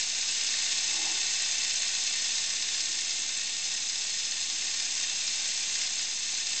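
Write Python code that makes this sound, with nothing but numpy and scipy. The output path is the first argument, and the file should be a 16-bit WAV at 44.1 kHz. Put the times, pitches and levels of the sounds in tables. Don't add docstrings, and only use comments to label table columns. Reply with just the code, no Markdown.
import sys
import numpy as np
from scipy import signal
from scipy.fft import rfft, irfft, next_fast_len
from scipy.io import wavfile

SR = 44100
rng = np.random.default_rng(int(sys.argv[2]) if len(sys.argv) > 2 else 0)


def pcm_store(signal):
    levels = np.round(np.clip(np.atleast_2d(signal), -1, 1) * 32767)
    wavfile.write(sys.argv[1], SR, levels.astype(np.int16).T)


N = 291059
TIME = np.arange(N) / SR

# (frequency [Hz], relative level [dB])
ROOM_TONE_COLOUR = [(15, -8), (30, 5.5), (45, -2), (110, 1), (200, 2), (320, 3.5), (400, -4.5), (700, -6),
                    (2000, -31.5)]
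# (frequency [Hz], t60 [s])
ROOM_DECAY = [(200, 0.17), (2000, 0.45), (8000, 0.046)]
# (frequency [Hz], rms level [dB])
THIN_TONES = [(59.3, -84), (520, -75), (721.4, -71), (1077, -71.5), (1206, -74)]
# (centre [Hz], width [Hz], relative level [dB])
RUB_RESONANCES = [(324, 90, 1.5), (824, 240, 2), (950, 800, -6.5)]
# (start [s], hold [s], level [dB], brightness [dB per octave])
RUB_CUES = [(0.8, 0.13, -49.5, -0.5), (2.65, 0.42, -64, -7), (4.45, 0.25, -65, -8)]
# (time [s], speed [turns per s])
CRANK_SPEED = [(0.0, 16.014), (0.6, 16.159), (1.2, 16.265), (1.8, 16.266), (2.4, 16.392), (3.0, 16.551),
               (3.6, 16.449), (4.2, 16.577), (4.8, 16.755), (5.4, 16.741), (6.0, 16.779), (6.6, 16.723)]
# (crank angle [turns], relative level [dB])
ROD_KNOCKS = [(.047, 2), (0.334, 1), (0.553, 0), (.797, -4)]
# (frequency [Hz], relative level [dB], t60 [s])
BED_MODES = [(130, -18.5, 0.028), (194, 2, 0.06), (246, 5.5, 0.041), (325, -7, 0.06), (515, -15.5, .06),
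             (734, -10, .15), (800, -11.5, 0.07), (1046, -11.5, 0.19)]
# (time [s], relative level [dB])
SPIT_CUES = [(0.4714, -16), (0.844, -14), (1.2124, -17), (1.4591, -16), (1.5209, -17), (2.0104, -18),
             (2.7434, -17), (4.4992, -20), (5.0355, -18), (6.4692, -17)]
# (opening angle [turns], rise [turns], level over leak [dB], centre [Hz], width [Hz])
PORT_PUFFS = [(0.122, 0.033, -1.3, 1410, 13990), (0.173, 0.016, 0, 7800, 9680),
              (0.358, 0.061, 0, 4050, 4470), (0.429, 0.0078, 0.5, 7640, 2990),
              (0.468, 0.019, 6, 6420, 1006), (0.575, 0.047, 2.5, 4540, 7470),
              (0.655, 0.019, 5.5, 1880, 1130), (0.82, 0.087, -1.7, 2970, 4650),
              (0.975, 0.034, 6, 8030, 1880)]
# (frequency [Hz], relative level [dB])
JET_COLOUR = [(100, -31.5), (300, -25), (560, -22.5), (1400, -24), (1750, -24.5), (2300, -9.5),
              (3100, -10.5), (4700, -10), (5600, -5), (6400, 0.0), (7200, -5), (7800, -6.5), (8500, -17),
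              (8900, -34.5)]
# (centre [Hz], width [Hz], boost [dB])
CAVITY_PEAKS = [(725, 28, 3.3), (816, 214, 5.2), (1078, 75, 8.0), (1202, 28, 5.9), (1579, 318, 8.5),
                (1792, 184, 10.0), (1875, 57, 6.6), (2064, 139, 5.6), (2623, 28, 2.4), (2693, 262, 5.2),
                (2822, 28, 3.6), (2944, 28, 2.4), (3386, 28, 3.3), (3599, 391, 7.7), (3785, 28, 1.8),
                (4267, 499, 7.8), (4607, 28, 3.5), (4972, 182, 8.0), (5117, 34, 5.7), (5191, 56, 5.8),
                (5313, 43, 5.4), (6068, 28, 3.1), (7548, 295, 3.4)]
# (time [s], level [dB])
AIR_FLOW = [(0.03, -29.5), (0.06, -31), (0.51, -29), (2.45, -30), (3.44, -32), (5.73, -30.5), (5.82, -29.5),
            (5.9, -32.5), (6.0, -30), (6.07, -32.5), (6.38, -31), (6.42, -30.5), (6.45, -31.5), (6.47, -31)]


def gain_of(db):
    return 10 ** (np.asarray(db) / 20)


def unit_rms(x):
    return x / np.sqrt(np.mean(x ** 2) + 1e-20)


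def automation(points):
    return np.interp(TIME, *np.transpose(points))


def spectrum_at(points, hz):
    point_hz, value = np.transpose(points)
    return np.interp(np.log(hz + 1), np.log(point_hz), value)


def coloured(x, db_at, size=8192):
    hz = abs(np.fft.fftfreq(size, 1 / SR))
    log_gain = np.log(gain_of(db_at(hz)))
    response = np.fft.ifft(np.exp(np.conj(signal.hilbert(log_gain)))).real
    return signal.oaconvolve(x, response[:size // 2])[:N]


def bell(hz, centre_hz, width_hz):
    return 1 / (1 + (2 * (hz - centre_hz) / width_hz) ** 2)


def hiss(centre_hz, width_hz):
    size = next_fast_len(N, real=True)
    band = bell(np.fft.rfftfreq(size, 1 / SR), centre_hz, width_hz)
    return irfft(rfft(rng.standard_normal(N), size) * band, size)[:N]


def wander(rate):
    return unit_rms(np.interp(TIME * rate, np.arange(8192), rng.standard_normal(8192)))


def room_tone(level_db=-66):
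    rumble = coloured(rng.standard_normal(N), lambda hz: spectrum_at(ROOM_TONE_COLOUR, hz))
    return gain_of(level_db) * unit_rms(rumble)


def room_reverb(x, wet_db=-14):
    hz, t, noise = signal.stft(rng.standard_normal(SR // 2), SR, nperseg=256)
    decay = np.exp(-np.log(1000) * t / spectrum_at(ROOM_DECAY, hz)[:, None])
    tail = signal.istft(noise * decay, SR)[1]
    return gain_of(wet_db) * signal.oaconvolve(x, tail / np.linalg.norm(tail))[:N]


def near_echoes(x, echo_db=-24, first_s=0.001994, last_s=0.014, sway_s=0.00008, sway_rate=0.74, count=8):
    out = np.zeros(N)
    for delay in rng.uniform(first_s, last_s, count):
        out += np.interp(TIME - delay - sway_s * wander(sway_rate), TIME, x, left=0)
    return gain_of(echo_db) * out


def thin_tones(swell_db=1.5, swell_rate=3, drift_hz=1.3, drift_rate=2):
    out = np.zeros(N)
    for hz, db in THIN_TONES:
        cycles = np.cumsum(hz + drift_hz * wander(drift_rate)) / SR
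        swell = gain_of(swell_db * wander(swell_rate))
        out += gain_of(db) * unit_rms(swell * np.sin(2 * np.pi * cycles))
    return out


def rubs(attack_s=0.18, release_s=0.21, uneven_db=1.0, slip_rate=35):
    bands = [(hz, gain_of(db) * hiss(hz, width_hz)) for hz, width_hz, db in RUB_RESONANCES]
    out = np.zeros(N)
    for start, hold_s, db, brightness_db in RUB_CUES:
        corners = start + np.cumsum([0, attack_s, hold_s, release_s])
        envelope = np.interp(TIME, corners, [0, 1, 1, 0])
        body = sum(gain_of(brightness_db * np.log2(hz)) * band for hz, band in bands)
        out += gain_of(db) * envelope * unit_rms(body)
    return out * gain_of(uneven_db * wander(slip_rate))


def rod_knocks(turns, level_db=-65.0, uneven_db=0.4, jitter_s=0.00005):
    blows = np.zeros(N)
    for angle, db in ROD_KNOCKS:
        due_s = np.interp(np.arange(angle, turns[-1], 1), turns, TIME)
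        late, softer = rng.standard_normal(size=(256, 2))[:len(due_s)].T
        hits = np.round((due_s + jitter_s * late) * SR).astype(int)
        blows[np.clip(hits, 0, N - 1)] = gain_of(db - uneven_db * softer)
    t = TIME[:SR // 4]
    ring = sum(gain_of(db) * np.exp(-np.log(1000) * t / t60) * np.sin(2 * np.pi * hz * t)
               for hz, db, t60 in BED_MODES)
    return gain_of(level_db) * unit_rms(signal.oaconvolve(blows, ring)[:N])


def spits(decay_s=0.0015, trim_db=-11.0, centre_hz=5200, width_hz=7500):
    triggers = np.zeros(N)
    for time_s, db in SPIT_CUES:
        triggers[round((time_s - decay_s / 2) * SR)] = gain_of(db + trim_db)
    envelope = signal.lfilter([1], [1, -np.exp(-1 / (decay_s * SR))], triggers)
    return envelope * hiss(centre_hz, width_hz)


def puffs(turns, uneven_db=1.5, sputter_db=2.5, sputter_rate=450, sputter_hz=8000):
    out = np.zeros(N)
    for opens, rise, db, centre_hz, width_hz in PORT_PUFFS:
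        count, angle = np.divmod(turns - opens + 1, 1)
        age = angle / rise
        envelope = np.sqrt(age * np.exp(1 - age))
        strength = gain_of(db + uneven_db * rng.standard_normal(256)[count.astype(int)])
        sputter = gain_of(sputter_db * (centre_hz / sputter_hz) ** 2 * wander(sputter_rate))
        out += strength * sputter * envelope * hiss(centre_hz, width_hz)
    return out


def ports_db(hz):
    peaks_db = sum(db * bell(hz, centre_hz, width_hz) for centre_hz, width_hz, db in CAVITY_PEAKS)
    return spectrum_at(JET_COLOUR, hz) + peaks_db


def escaping_air(turns, flutter_db=0.52, flutter_rate=160, high_db=-1.33, low_db=-11.0, split_hz=3200,
                 fullness=0.46):
    leak = rng.standard_normal(N)
    jets = unit_rms((leak + puffs(turns)) * gain_of(flutter_db * wander(flutter_rate)))
    flow_db = automation(AIR_FLOW)
    flow = gain_of(flow_db)
    air = coloured(jets + spits() / flow, ports_db)
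    low = signal.sosfiltfilt(signal.butter(4, split_hz, fs=SR, output="sos"), air)
    body = gain_of(low_db + fullness * (flow_db - flow_db.mean())) * unit_rms(low)
    sizzle = gain_of(high_db) * unit_rms(air - low)
    return flow * (body + sizzle)


def scene():
    turns = np.cumsum(automation(CRANK_SPEED)) / SR
    engine = escaping_air(turns) + rod_knocks(turns)
    engine_in_room = engine + near_echoes(engine) + room_reverb(engine)
    return (engine_in_room + thin_tones() + room_tone() + rubs())[None]


def record(dry, cutoff_hz=8950, dc_offset=0.0034):
    low_pass = signal.firwin(401, cutoff_hz, window=("kaiser", 9), fs=SR)
    return signal.oaconvolve(dry, low_pass[None], "same") + dc_offset


dry = scene()
out = record(dry)
pcm_store(out)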